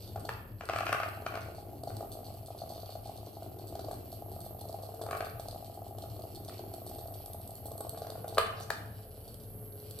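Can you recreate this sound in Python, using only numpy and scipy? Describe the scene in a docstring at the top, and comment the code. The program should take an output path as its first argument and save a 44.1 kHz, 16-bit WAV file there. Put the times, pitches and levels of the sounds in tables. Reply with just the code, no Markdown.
"""A thumb-sized vibrating toy skitters in a wooden tray on a carpet, in a room with a low hum.
From the start its motor whirrs near 150 turns a second, its legs hop on the thin floor and its
plastic shell ticks. A cat noses it, and it hits the rim twice in the first second. It clatters at
5 seconds and scuffs at 6.5, then the cat bats it hard against the rim at 8.4 and 8.7. At last the
hops fade and the toy glides, its motor slowing. The room rings for half a second after each blow."""
import sys
import numpy as np
from scipy import signal
from scipy.fft import rfft, irfft, next_fast_len
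from scipy.io import wavfile
from scipy.ndimage import map_coordinates

SR = 44100
rng = np.random.default_rng(int(sys.argv[2]) if len(sys.argv) > 2 else 0)


def file_out(sig):
    """Save sig as 16-bit WAV at sys.argv[1]."""
    # one column per channel
    cols = np.atleast_2d(sig).T
    # limit, then scale
    lim = np.clip(cols, -1, 1)
    pcm = np.round(lim * 32767).astype(np.int16)
    wavfile.write(sys.argv[1], SR, pcm)


N = 441000

# Tone colours: how strong each pitch is in a sound. Each row: frequency in Hz, level in dB.
RUMBLE_COLOUR = [(20, -30), (31, -27), (41, 0.5), (52, -17.5), (72, -4.5), (84, 4.5), (93, -11.5),
                 (104, 6.5), (116, 2), (135, -9), (200, -11), (320, -16), (600, -21), (2500, -56)]   # the room's low rumble
BRUSH_COLOUR = [(2000, -5.5), (4400, -25), (6700, -41), (8200, 0.5), (9400, -10), (10300, 1.5), (12000, 14),
                (13700, -4), (14300, -30), (14800, -23), (16000, -43)]   # the brushes rubbing inside the motor
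GLIDE_COLOUR = [(140, -12.5), (290, -17), (430, 5), (580, -1), (720, -6.5), (900, -22), (1500, -24),
                (3000, -67)]   # the tray under gliding legs
ROCKING_COLOUR = [(120, -12), (220, -8.5), (300, -2), (380, 0), (450, -8.5), (600, -15.5), (1500, -43)]   # the whole tray rocking
CHATTER_COLOUR = [(1500, -21.5), (2400, -5), (3000, 4), (3700, -3.5), (4000, 3), (4400, 7), (5400, -1.5),
                  (6200, -6), (6900, -23), (9000, -3), (16000, -50)]   # the loose plastic shell
FINE_CHATTER_COLOUR = [(3000, -30), (6900, -19), (7700, -2.5), (8400, -7), (9400, -18), (12200, -8.5),
                       (14000, -16), (14800, -40), (16000, -43)]   # its finer, higher chatter
FLOOR_THUD_COLOUR = [(120, -3), (250, -2.5), (420, 2), (560, -3), (680, 4), (820, 2), (930, -11.5),
                     (1250, -22), (2000, -69), (4000, -35)]   # the dull part of a landing
FLOOR_CLACK_COLOUR = [(500, -26.5), (900, -8.5), (1150, 3), (1400, 2), (1700, -3.5), (2000, -7.5),
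                      (2500, -4.5), (3000, -9), (3600, -20.5), (4400, -16), (6500, -23), (15000, -51)]   # the sharp part of a landing
TICK_BODY_COLOUR = [(1500, -13), (2400, -31), (3000, -8), (3700, -0.5), (4000, -0.5), (4400, 9), (5300, -6),
                    (6200, -4.5), (6900, -12.5), (9000, -2.5), (16000, -31)]   # the body of a shell tick
TICK_EDGE_COLOUR = [(3000, -33), (6900, -12), (7700, -4), (8450, 9), (9400, -3.5), (10500, -0.5),
                    (12300, 8.5), (14000, -6), (16000, -5.5)]   # its bright edge
RIM_THUD_COLOUR = [(150, -25), (320, -2), (420, 2.5), (650, 6.5), (850, 4), (1200, 1.5), (3000, -100)]   # the dull part of a knock on the rim
RIM_CLACK_COLOUR = [(350, -15), (520, -6), (700, -1), (900, 2.5), (1200, 5.5), (1600, 0), (2000, -4),
                    (2500, -8.5), (2900, -8), (3500, -17.5), (4400, -11), (5500, -16), (12000, -37)]   # the hard wood of the rim
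CRACK_COLOUR = [(1500, -14), (2400, -9), (2900, 3), (3400, -5), (4400, -0.5), (5300, -14.5), (6800, -15),
                (8300, -4.5), (9500, -12), (11500, -2), (14000, -8), (16000, -1)]   # the shell striking the rim

# How fast the motor spins. Each row: time in seconds, turns per second.
MOTOR_SPEED = [(0, 151), (3, 151), (6, 150), (7.2, 153), (8.3, 150), (8.9, 145), (9.6, 143), (10, 141.5)]
# Three bands where the motor's can (its case) rings. Each row: pitch in Hz, width in Hz, boost in dB.
CAN_BANDS = [(10550, 1500, 0), (12200, 970, 3), (13100, 840, 4.5)]
# Their levels as the toy turns. Each row: time in seconds, then lower, middle and upper band in dB.
CAN_LEVELS = [(0.0, -71, -65, -67), (0.64, -80, -68, -75), (0.86, -67, -64.5, -68), (1.39, -72, -66, -71),
              (1.78, -72, -68, -71), (2.09, -71, -65.5, -64), (2.56, -69, -68, -71), (2.81, -71, -62, -67),
              (3.06, -71, -68.5, -71), (3.9, -73, -64, -69), (4.43, -69, -60.5, -65),
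              (4.9, -69, -67.5, -66), (5.32, -69, -61, -68), (5.88, -70, -68, -68), (6.6, -68, -64, -65),
              (6.91, -69, -61, -65), (7.41, -66.5, -60, -64), (7.82, -72, -62, -66),
              (8.22, -64.5, -64, -65), (8.52, -71, -69, -71), (8.91, -66.5, -67, -67),
              (9.47, -63, -63, -70), (9.66, -62.5, -59, -66), (10.0, -62, -63, -69)]
# Their pitch moves with the way the toy faces. Each row: time in seconds, shift in Hz.
CAN_PITCH_SHIFT = [(0, 150.5), (2, 99.5), (3.4, 149.5), (4.1, 100), (4.9, -250), (5.4, 101), (6.2, 200.5),
                   (6.8, 0.5), (7.7, -300), (8.3, -150), (9.2, -50), (9.8, 249.5)]
# How hard the gliding toy shakes the tray. Each row: time in seconds, level in dB.
GLIDE_LEVEL = [(0, -58), (0.5, -71), (1.5, -70), (4.5, -73), (5.1, -46.5), (5.6, -69), (7.5, -68),
               (8.2, -48.5), (8.8, -61.5), (9.1, -56.5), (9.5, -57.5), (10, -52)]
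# The tray's low patter, strongest near the rim. Each row: time in seconds, level in dB.
ROCKING_LEVEL = [(0, -61), (.25, -53.5), (.55, -69), (.72, -53.5), (1.2, -58), (1.95, -47.5), (2.4, -60),
                 (3.05, -61.5), (3.4, -54.5), (3.85, -49), (4.1, -53.5), (5.0, -63), (6.0, -55.5),
                 (6.75, -49.5), (7.4, -62), (8.4, -59.5), (9.0, -73), (9.5, -61)]
# How loosely the shell shakes. Each row: time in seconds, coarse chatter in dB, fine chatter in dB.
CHATTER_LEVELS = [(0, -64.5, -69), (.33, -73, -71), (.5, -78.5, -81), (.8, -65, -64), (1.4, -68, -72),
                  (1.75, -77.5, -79), (2.0, -71, -69), (2.8, -66.5, -74), (3.5, -71, -74), (4.5, -73, -75),
                  (5.25, -69, -73), (5.8, -71, -71), (6.55, -68.5, -72), (7.4, -69.5, -79), (8.1, -69, -74),
                  (9.0, -69.5, -73), (9.35, -70.5, -73), (9.75, -75.5, -74), (10, -61, -72)]
# Light hops stop under the paw and fade as the toy glides.
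# Each row: time in seconds, strongest thud in dB.
LIGHT_HOP_LEVEL = [(0, -45), (.27, -36), (.38, -46), (.6, -69), (.72, -39), (1.45, -36), (1.75, -38.5),
                   (2.0, -36), (3.2, -35.5), (3.85, -37), (5.2, -35), (6.45, -37.5), (6.8, -37), (7.1, -35),
                   (8.35, -38), (8.65, -38.5), (8.95, -44.5), (10, -59)]
# The hardest landings on the tray floor. Each row: start in seconds, thud in dB, clack in dB.
HARD_HOPS = [(0.159, -28.5, -38), (0.177, -37, -56), (0.25, -34, -61), (0.609, -37.5, -31.5),
             (0.635, -37.5, -43), (0.696, -22, -26), (0.735, -27, -25.5), (0.76, -25, -26.5),
             (0.786, -33, -25), (0.807, -26.5, -25), (0.833, -34, -40), (0.867, -31.5, -24.5),
             (0.892, -29.5, -28), (0.921, -33, -30), (0.928, -26.5, -19), (0.947, -28.5, -42),
             (1.001, -28.5, -25), (1.033, -29.5, -28.5), (1.06, -32.5, -49), (1.084, -33, -53),
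             (1.173, -36, -53), (1.264, -27.5, -26), (1.322, -35, -36), (1.34, -33, -33), (1.354, -30, -29),
             (1.374, -28.5, -33), (1.392, -39, -49), (1.485, -36.5, -63), (1.582, -35.5, -66),
             (1.835, -31.5, -61), (1.873, -27.5, -54), (1.903, -35, -40.5), (2.007, -30, -46),
             (2.027, -32, -66), (2.153, -37.5, -67), (2.171, -36, -69), (2.189, -37, -68),
             (2.304, -36, -67), (2.483, -38.5, -61), (2.505, -33.5, -71), (2.618, -32, -50),
             (2.637, -32, -58), (2.703, -33.5, -70), (2.954, -32.5, -53), (3.094, -33.5, -70),
             (3.368, -36, -58), (3.423, -33, -50), (3.725, -34, -64), (3.753, -30.5, -48),
             (3.793, -34, -48), (3.843, -33.5, -62), (3.885, -28.5, -63), (3.911, -31.5, -42),
             (3.931, -35, -57), (4.127, -36.5, -70), (4.222, -35, -72), (4.262, -37.5, -72),
             (4.654, -35, -59), (4.695, -32.5, -70), (4.743, -32, -65), (4.788, -36, -68),
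             (4.835, -33.5, -74), (4.89, -35.5, -72), (5.014, -29, -43), (5.037, -31, -66),
             (5.063, -28, -40), (5.088, -31, -38), (5.11, -31, -30), (5.13, -29, -31.5), (5.15, -28, -33),
             (5.169, -31, -59), (5.206, -26.5, -29.5), (5.225, -31.5, -46), (5.243, -30, -47),
             (5.268, -33, -37.5), (5.397, -34, -49), (5.456, -34.5, -68), (5.484, -34, -63),
             (5.528, -36, -70), (5.56, -35.5, -63), (5.774, -37, -59), (5.819, -33, -58), (5.909, -39, -64),
             (5.949, -37, -61), (5.983, -36, -65), (6.038, -33, -52), (6.193, -34.5, -62),
             (6.238, -35, -60), (6.593, -35.5, -51), (6.739, -36, -52), (6.818, -37, -69),
             (6.864, -38, -63), (6.913, -35.5, -53), (7.493, -36.5, -61), (7.656, -36.5, -61),
             (7.716, -32, -60), (7.806, -29, -48), (7.849, -31.5, -57), (7.868, -30.5, -57),
             (7.946, -36, -47), (7.973, -34.5, -48), (8.019, -31.5, -48), (8.047, -37, -44),
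             (8.068, -33.5, -43), (8.101, -34, -46), (8.121, -37, -62), (8.154, -31, -47),
             (8.244, -27.5, -40), (8.278, -33.5, -76), (8.325, -33, -60), (8.354, -37, -60),
             (8.582, -37, -47), (8.605, -35, -47)]
# The floor's faint notes. Each row: pitch in Hz, strength in dB, seconds to fade by 60 dB.
FLOOR_NOTES = [(429.6, -36.5, 0.15), (607, -69, 0.18), (669, -44, 0.058), (815.3, -39, 0.16),
               (1083, -40.5, 0.14), (1413, -35, 0.12)]
# Shell ticks. Each row: start in seconds, body in dB, edge in dB, rattle length in seconds.
SHELL_TICKS = [(0.022, -49, -60, .045), (0.076, -48, -55, 0.014), (0.162, -49, -59, 0.0028),
               (0.196, -54, -47, .015), (0.251, -44.5, -48, 0.011), (0.336, -48.5, -57, 0.0031),
               (0.654, -45, -47, 0.0031), (0.762, -45, -45, .008), (0.785, -48, -42, 0),
               (0.855, -45, -49, .015), (0.927, -34, -34, 0), (1.087, -48, -47, 0),
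               (1.264, -44, -51, 0.0044), (1.354, -45, -52, 0), (1.408, -48, -55, 0.02),
               (1.548, -56, -55, 0.07), (1.835, -47, -43, 0.0057), (1.876, -48.5, -52, 0.032),
               (1.967, -44, -39, 0), (2.117, -46, -41, 0.032), (2.244, -48.5, -56, 0.031),
               (2.34, -53.5, -53, 0.009), (2.46, -49, -45, 0.018), (2.579, -49.5, -55, 0.051),
               (2.692, -46.5, -49, 0.043), (2.748, -48, -58, 0.029), (2.8, -49, -63, 0.03),
               (2.859, -46.5, -58, 0.0033), (2.903, -48, -58, 0.056), (3.054, -49.5, -51, .04),
               (3.165, -52, -55, 0.035), (3.262, -52, -55, 0), (3.33, -54, -59, 0.052),
               (3.43, -54, -48, 0.0035), (3.588, -52.5, -55, 0.025), (3.671, -50, -45, 0.027),
               (3.753, -44, -47, 0.0082), (3.792, -46.5, -58, 0.027), (3.846, -47, -53, 0.0014),
               (3.912, -47.5, -43, 0.027), (4.118, -50, -47.5, 0.037), (4.316, -55, -51, 0.051),
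               (4.404, -47, -42, 0.018), (4.451, -52.5, -46, 0.02), (4.592, -51, -50, 0),
               (4.61, -46, -39, .008), (4.686, -49, -46, 0.024), (4.726, -46, -45, 0.0016),
               (4.824, -51, -48, 0.046), (4.945, -50, -49, 0), (5.015, -46, -43.5, .025),
               (5.064, -47, -45, 0), (5.109, -42, -41, 0.012), (5.169, -45.5, -39.5, 0.013),
               (5.206, -45, -52, 0), (5.247, -45, -50, 0.019), (5.297, -49, -58, 0.0049),
               (5.397, -45, -45, 0.013), (5.484, -42, -41.5, 0), (5.51, -46.5, -49, 0.017),
               (5.645, -52, -50, 0.033), (5.741, -57, -48, 0.017), (5.88, -55, -48, 0.005),
               (5.984, -44, -43, 0), (6.021, -46, -48, 0.016), (6.099, -51, -56, 0.0026),
               (6.165, -55, -56, 0.0023), (6.195, -51, -49, 0), (6.22, -50.5, -54, 0),
               (6.348, -47, -45, 0.02), (6.448, -45, -45, 0.0051), (6.48, -44.5, -49, 0.025),
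               (6.541, -47, -56, 0.002), (6.58, -47, -58, 0.016), (6.738, -47, -37, 0.01),
               (6.864, -48, -44, 0.045), (6.948, -51, -43, 0), (6.984, -48.5, -48, 0.027),
               (7.074, -52, -45, 0), (7.139, -49.5, -46, 0.026), (7.259, -47.5, -38, 0.0045),
               (7.332, -49.5, -39, 0), (7.415, -59, -46, 0), (7.475, -55, -39, 0), (7.506, -52.5, -41, 0),
               (7.553, -55, -40, 0), (7.656, -52, -38.5, 0.024), (7.717, -53, -41, 0),
               (7.778, -50, -40, 0.0059), (7.807, -47, -34, 0), (7.893, -46, -32, 0.0042),
               (7.975, -48.5, -45, 0.022), (8.019, -48, -55, 0.025), (8.068, -46.5, -53, 0),
               (8.102, -41.5, -40, 0), (8.28, -43, -39.5, .015), (8.346, -43, -47, 0.0077),
               (8.466, -47, -51, 0.012), (8.6, -49, -44, 0.038), (9.278, -51.5, -47, 0.02),
               (9.342, -50, -44, 0.0028), (9.4, -54, -58, 0.012), (9.435, -53.5, -54, 0.014),
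               (9.723, -56.5, -54, 0), (9.8, -53, -58, 0), (9.909, -44, -37, 0.0035),
               (9.988, -45, -35.5, 0.004)]
# Blows on the rim. Each row: start in seconds, thud in dB, clack in dB, seconds between contacts,
# pitch of the struck spot in Hz, its strength against the clack in dB, shell crack in dB.
RIM_KNOCKS = [(0.2898, -37.5, -31.5, .0012, 1670, 3, -48), (0.292, -33, -20, .0012, 1660, -2, -38),
              (0.689, -33, -25.5, 0.0016, 1420, 5, -39), (6.496, -60, -38.5, 0.0016, 1420, -7, -46),
              (8.3727, -23, -30, 0.0014, 1200, 1, -43), (8.379, -33, -32, 0.0019, 1200, 0, -35),
              (8.382, -15.5, -11, 0.0017, 1240, -2, -23), (8.3838, -30, -25, 0.0019, 1560, 0, -22),
              (8.393, -39, -34, 0.00173, 1170, 7, -50), (8.3969, -44, -26, 0.002, 1120, 7, -55),
              (8.408, -44, -30, 0.00117, 1620, 4, -52), (8.701, -34, -40, 0.0009, 1310, 0, -48),
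              (8.704, -28, -18, 0.0012, 1730, 8, -25)]
# The frame booms after a knock. Each row: pitch in Hz, strength in dB, seconds to fade by 60 dB.
FRAME_NOTES = [(415.5, -17, .2), (461.5, -18.5, 0.27), (567, -28.5, 0.17)]
# Scuffs on the wood. Each row: peak time in seconds, length in seconds, level in dB, low edge in Hz.
PAW_SCUFFS = [(6.535, 0.073, -68, 2180), (8.583, 0.05, -58, 3830), (8.627, 0.026, -53.5, 4850)]
# Echoes off the tray's walls. Each entry is a delay in seconds.
WALL_DELAYS_S = [.00055, .0009, .0014]
# The room's echo. Each row: frequency in Hz, level in dB, seconds to fade by 60 dB.
ROOM_ECHO = [(100, -12, 0.31), (387, -8.5, 0.6), (700, -7, 0.73), (1100, 0.5, 0.62), (2690, 2.5, 0.64),
             (4560, -2, 0.37), (9300, -3.5, 0.37), (15100, -21, 0.13)]

CROSSING_S = 0.001569   # a bending wave crosses the tray and returns


def from_db(db):
    """Turn decibels into a number to multiply by."""
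    return 10 ** (np.asarray(db) / 20)


def rms_one(x):
    """Scale a signal so its average strength (rms) is 1."""
    return x / np.sqrt(np.mean(x ** 2) + 1e-20)


def in_time(rows):
    """Join a table's points with straight lines, giving each column a value at every sample."""
    s, *columns = np.transpose(rows)
    return [np.interp(np.arange(N) / SR, s, c) for c in columns]


def drift(rate_hz):
    """A smooth random wobble, about 1 in size."""
    r = np.exp(-80 * np.pi * rate_hz / SR)
    slow = signal.lfilter([1], [1, -2 * r, r * r], rng.standard_normal(N // 40 + 2002))[2000:]
    return np.interp(np.arange(N) / 40, np.arange(len(slow)), rms_one(slow))


def keep_band(x, order, hz, band):
    """Keep the lows, the highs or a band between; a higher order cuts more steeply."""
    return signal.sosfilt(signal.butter(order, hz, band, fs=SR, output="sos"), x)


def colour(x, spectrum, size=2048):
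    """Give a signal a tone colour: each click becomes the promptest pulse with that colour."""
    hz, db = np.transpose(spectrum)
    log_hz = np.log(np.maximum(np.fft.rfftfreq(size, 1 / SR), 1))
    gains = from_db(np.interp(log_hz, np.log(hz), db))
    cepstrum = irfft(np.log(gains))
    cepstrum[1:size // 2] *= 2   # this folding moves the energy to the start of the pulse
    cepstrum[size // 2 + 1:] = 0
    pulse = irfft(np.exp(rfft(cepstrum)))
    return signal.oaconvolve(x, pulse / np.abs(pulse).max())[:N]


def clicks(times, gains):
    """One-sample clicks at the given times in seconds."""
    return np.bincount(np.clip(np.round(times * SR).astype(int), 0, N), gains, N + 1)[:N]


def hum_and_rumble():
    """Mains power hums while a low rumble swells and ebbs, nearly alike left and right."""
    level_db = -49.5
    shared, side = [rms_one(colour(rng.standard_normal(N), RUMBLE_COLOUR, size=16384)) for _ in range(2)]
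    rumble = shared + from_db(-18.0) * side * np.array([[1], [-1]])
    rumble = rumble * from_db(level_db + 1.34 * drift(3.7))
    hum = from_db(level_db) * np.sin(2 * np.pi * 99.2 * np.arange(N) / SR + 0.45 * drift(2.2))
    return (rumble + hum) * from_db([[1.1], [-1.1]])


def motor_brushes(turns):
    """The brushes rub twice a turn, and the motor's can rings with their hiss in three shifting bands."""
    levels_db, shift_hz = in_time(CAN_LEVELS), in_time(CAN_PITCH_SHIFT)[0]
    pulsing = 1 + .2 * np.cos(2 * np.pi * turns) + .24 * np.cos(4 * np.pi * turns)
    hiss = rms_one(colour(rng.standard_normal(N), BRUSH_COLOUR))
    hiss = hiss * from_db(np.mean(levels_db, axis=0) + 1)
    for (hz, width_hz, boost_db), level_db in zip(CAN_BANDS, levels_db):
        slow_noise = keep_band(rng.standard_normal((2, N)), 3, width_hz / 2, "low")
        phase = 2 * np.pi * np.cumsum(hz + shift_hz + 60 * drift(1.8)) / SR
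        band = slow_noise[0] * np.cos(phase) + slow_noise[1] * np.sin(phase)   # moved up to the pitch
        hiss = hiss + rms_one(band) * from_db(boost_db + level_db + drift(4))
    return pulsing * hiss


def glide(turns):
    """The motor's off-centre weight presses the legs down once a turn, never quite alike."""
    turn_starts = np.flatnonzero(np.diff(np.floor(turns))) / SR
    chance = rng.standard_normal((len(turn_starts), 2))
    pushes = clicks(turn_starts + .00026 * chance[:, 0], from_db(3 * chance[:, 1]))
    return rms_one(colour(pushes - pushes.mean(), GLIDE_COLOUR)) * from_db(in_time(GLIDE_LEVEL)[0])


def tray_rocking():
    """Soft random landings, about 200 a second, rock the whole tray."""
    landings = (rng.random(N) < 200 / SR) * from_db(2 * rng.standard_normal(N))
    patter = rms_one(colour(landings - landings.mean(), ROCKING_COLOUR))
    return patter * from_db(in_time(ROCKING_LEVEL)[0])


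def shell_chatter(turns):
    """The loose shell makes thousands of tiny contacts a second, pulsing in step with the motor."""
    coarse_db, fine_db = in_time(CHATTER_LEVELS)
    flicker_db = 8 * np.tanh(1.4 * drift(20.3))
    pulsing = np.exp(0.5 * np.cos(2 * np.pi * turns)) * from_db(flicker_db)
    coarse, fine = rng.standard_normal((2, N)) * (rng.random((2, N)) < 9000 / SR) * pulsing
    return (rms_one(colour(coarse, CHATTER_COLOUR)) * from_db(coarse_db)
            + rms_one(colour(fine, FINE_CHATTER_COLOUR)) * from_db(fine_db))


def light_hops(turns):
    """The legs land every few turns. Each row: start in seconds, thud in dB, clack in dB."""
    flight_turns = np.maximum(np.round(3.2 * np.exp(.2 * rng.standard_normal(900))), 1)
    weakness_db = 12 * rng.random(900)
    s = np.interp(np.cumsum(flight_turns), turns, np.arange(N) / SR)
    thud_db = np.interp(s, *np.transpose(LIGHT_HOP_LEVEL)) - weakness_db
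    nearest_hard_s = np.abs(s[:, None] - np.array(HARD_HOPS)[:, 0]).min(axis=1)
    can_land = nearest_hard_s > .012   # the toy is in the air just before and after a hard landing
    return np.column_stack([s, thud_db, thud_db - 22.5])[can_land & (s < s[-1])]


def crossings(times, db, strengths, scatter, uneven_db):
    """Each blow arrives, then returns from the tray's edges, a little uneven in time and strength."""
    chance = rng.standard_normal((len(times), 2, len(strengths)))
    delay_s = CROSSING_S * (np.arange(len(strengths)) + scatter * chance[:, 0])
    gains = from_db(db[:, None] + uneven_db * chance[:, 1]) * strengths
    return clicks((times[:, None] + delay_s).ravel(), gains.ravel())


def floor_hops(turns):
    """The toy lands on the floor: light landings mostly thud, hard ones add a brighter clack."""
    s, thud_db, clack_db = np.vstack([HARD_HOPS, light_hops(turns)]).T
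    thud = crossings(s - .0005, thud_db, [.8, .85, .8], scatter=0.065, uneven_db=2.0)
    hard_db, split_hz = -27.5, 1530   # clacks softer than hard_db lose treble above split_hz
    treble_db = clack_db + np.clip(clack_db - hard_db, -12, 0)
    rebound_s = s + .016 * rng.uniform(.3, 1.2, len(s))   # the toy grazes the wood again
    clack = 0
    for db, band in [(clack_db, "low"), (treble_db, "high")]:
        blows = crossings(s, db, [.9, .85, .8], scatter=0.11, uneven_db=2.5)
        rebounds = crossings(rebound_s, db - 12, [1, 1, 1], scatter=0.4, uneven_db=3.5)
        clack = clack + keep_band(blows + rebounds, 3, split_hz, band)
    return colour(thud, FLOOR_THUD_COLOUR), colour(clack, FLOOR_CLACK_COLOUR)


def wood_ringing(blows, notes):
    """Every blow leaves the wood ringing briefly at its own notes."""
    ringing = 0
    for hz, db, fade_s in notes:
        decay, angle = from_db(-60 / (fade_s * SR)), 2 * np.pi * hz / SR
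        gain = from_db(db) / (2 * np.pi)
        feedback = [1, -2 * decay * np.cos(angle), decay * decay]
        ringing = ringing + signal.lfilter([gain, 0, -gain], feedback, blows + 1e-18)
    return ringing


def rattles():
    """A tick may repeat about once a turn, fading. Each row: start in seconds, body and edge in dB."""
    rows, chances = [], rng.standard_normal((len(SHELL_TICKS), 2, 16))
    for (s, body_db, edge_db, length_s), chance in zip(SHELL_TICKS, chances):
        turn_s = 1 / np.interp(s, *np.transpose(MOTOR_SPEED))
        rows.append((s, body_db, edge_db))
        for k in range(1, min(int(length_s / turn_s), 15) + 1):
            loss_db = 8.5 * k * turn_s / length_s + 2 * chance[0, k]
            rows.append((s + turn_s * (k + 0.18 * chance[1, k]), body_db - loss_db, edge_db - loss_db))
    return np.array(rows)


def shell_ticks():
    """Jolts make the shell tick in a short spray of contacts that swells and dies."""
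    s, body_db, edge_db = rattles().T
    swell_s, ticks = 0.0013, 0
    age = np.arange(1024) / (swell_s * SR)
    for db, spectrum in [(body_db, TICK_BODY_COLOUR), (edge_db, TICK_EDGE_COLOUR)]:
        spray = signal.oaconvolve(clicks(s, from_db(db)), 2 * age * np.exp(-age))[:N]
        ticks = ticks + spray * rms_one(colour(rng.standard_normal(N), spectrum))
    return ticks


def rim_knocks():
    """The toy hits the thick rim in a quick stutter: a thud, a clack and the struck spot's brief note."""
    thud, clack, spot = 0, 0, 0
    spot_width_hz = 220   # so wide that the note dies at once
    for s, thud_db, clack_db, gap_s, spot_hz, spot_db, _ in RIM_KNOCKS:
        thud = thud + clicks(s + CROSSING_S * np.arange(3), from_db(thud_db) * np.array([1, .8, .3]))
        gaps_s = gap_s * np.exp(0.043 * rng.standard_normal(3))
        blow = clicks(s + np.cumsum(np.r_[0, gaps_s]), from_db(clack_db) * np.array([.91, .44, .15, .12]))
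        clack = clack + blow
        spot_filter = signal.iirpeak(spot_hz, spot_hz / spot_width_hz, fs=SR)
        spot = spot + from_db(spot_db) * signal.lfilter(*spot_filter, blow + 1e-18)
    return colour(thud, RIM_THUD_COLOUR), colour(clack, RIM_CLACK_COLOUR), colour(spot, RIM_CLACK_COLOUR)


def shell_cracks():
    """At each blow on the rim the shell gives one hard, bright crack."""
    s, *_, db = np.transpose(RIM_KNOCKS)
    decay_s = 0.0024
    bursts = signal.lfilter([1], [1, -np.exp(-1 / (decay_s * SR))], clicks(s, from_db(db)) + 1e-18)
    return bursts * rms_one(colour(rng.standard_normal(N), CRACK_COLOUR))


def scuffs():
    """Paw and toy rub over the wood in short swells of tiny clicks."""
    t, swells = np.arange(N) / SR, 0
    grains = rng.standard_normal(N) * (rng.random(N) < 4000 / SR)
    for peak_s, length_s, db, low_hz in PAW_SCUFFS:
        rub = rms_one(keep_band(grains, 2, [low_hz, low_hz * 1.38], "band"))
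        swells = swells + rub * from_db(db) * np.exp(-(2 * (t - peak_s) / length_s) ** 2)
    return swells


def place(x, pan_db, lag):
    """Split into left and right: the left is pan_db louder, the right is lag samples late."""
    size = next_fast_len(N + 64)
    delay = np.exp(-2j * np.pi * np.fft.rfftfreq(size) * lag)
    late = irfft(rfft(x, size) * delay, size)[:N]
    return np.array([x * from_db(pan_db / 2), late * from_db(-pan_db / 2)])


def tray_walls(x, db):
    """Echoes off the tray's walls change their paths as the toy travels, so the hiss slowly swirls."""
    echoes = np.zeros((2, N))
    for side in echoes:
        for delay_s in WALL_DELAYS_S:
            lag = (delay_s + .00004 * drift(.25)) * SR
            side += map_coordinates(x, [np.arange(N) - lag], order=3)
    return from_db(db) * echoes


def room(x):
    """The room's many echoes blur together, unlike left and right, and die away band by band."""
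    t = np.arange(int(.7 * SR)) / SR
    log_hz = np.log(np.fft.rfftfreq(len(t), 1 / SR) + 1)
    band_log_hz = np.log(np.array(ROOM_ECHO)[:, 0])
    onset = np.clip((t - .004) / .004, 0, 1)
    noise, tail = rfft(rng.standard_normal((2, len(t)))), 0
    for (_, db, fade_s), this_band in zip(ROOM_ECHO, np.eye(len(ROOM_ECHO))):
        band = irfft(noise * np.interp(log_hz, band_log_hz, this_band), len(t))
        decay = from_db(-60 * t / fade_s) * onset
        tail = tail + from_db(db) * band * decay / np.linalg.norm(decay)
    return signal.fftconvolve(x[None], tail, axes=1)[:, :N]


def wandering_room(x):
    """The moving toy's sound reaches the walls by changing paths, so it swings between two echoes."""
    angle = 2 * np.pi * 3 * np.arange(N) / SR
    return room(x * np.cos(angle)) + room(x * np.sin(angle))


def scene():
    """Toy and tray close by, with the room around them."""
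    turns = np.cumsum(in_time(MOTOR_SPEED)[0] * (1 + 0.00736 * drift(3.77))) / SR   # turns so far
    motor = motor_brushes(turns)
    plastic = shell_chatter(turns) + shell_ticks() + shell_cracks() + scuffs()
    background = hum_and_rumble()
    floor_thud, floor_clack = floor_hops(turns)
    rim_thud, rim_clack, spot = rim_knocks()
    thud, clack = floor_thud + rim_thud, floor_clack + rim_clack
    floor_ring = wood_ringing(thud + from_db(-9.5) * clack, FLOOR_NOTES)
    frame_ring = wood_ringing(from_db(-16) * (rim_thud + rim_clack), FRAME_NOTES)
    wood = thud + floor_ring + frame_ring + glide(turns) + tray_rocking()
    wood = keep_band(wood, 1, 200, "high")   # a small tray gives off little deep bass
    direct = (place(wood, pan_db=1.6, lag=1.6) + place(clack + spot, pan_db=4.0, lag=2.74)
              + place(plastic, pan_db=-3.5, lag=1.5) + place(motor, pan_db=-4.0, lag=1.0))
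    # the struck spot beams its sound, so little of it goes into the room's echo
    echo = wandering_room(wood + clack + from_db(-11.5) * spot + plastic + motor)
    return direct + tray_walls(plastic + motor, db=-17.0) + echo + background


def record(dry):
    """Cut the highest treble steeply, above 15850 Hz."""
    return signal.sosfilt(signal.ellip(10, .2, 70, 15850, fs=SR, output="sos"), dry)


dry = scene()
out = record(dry)
file_out(out)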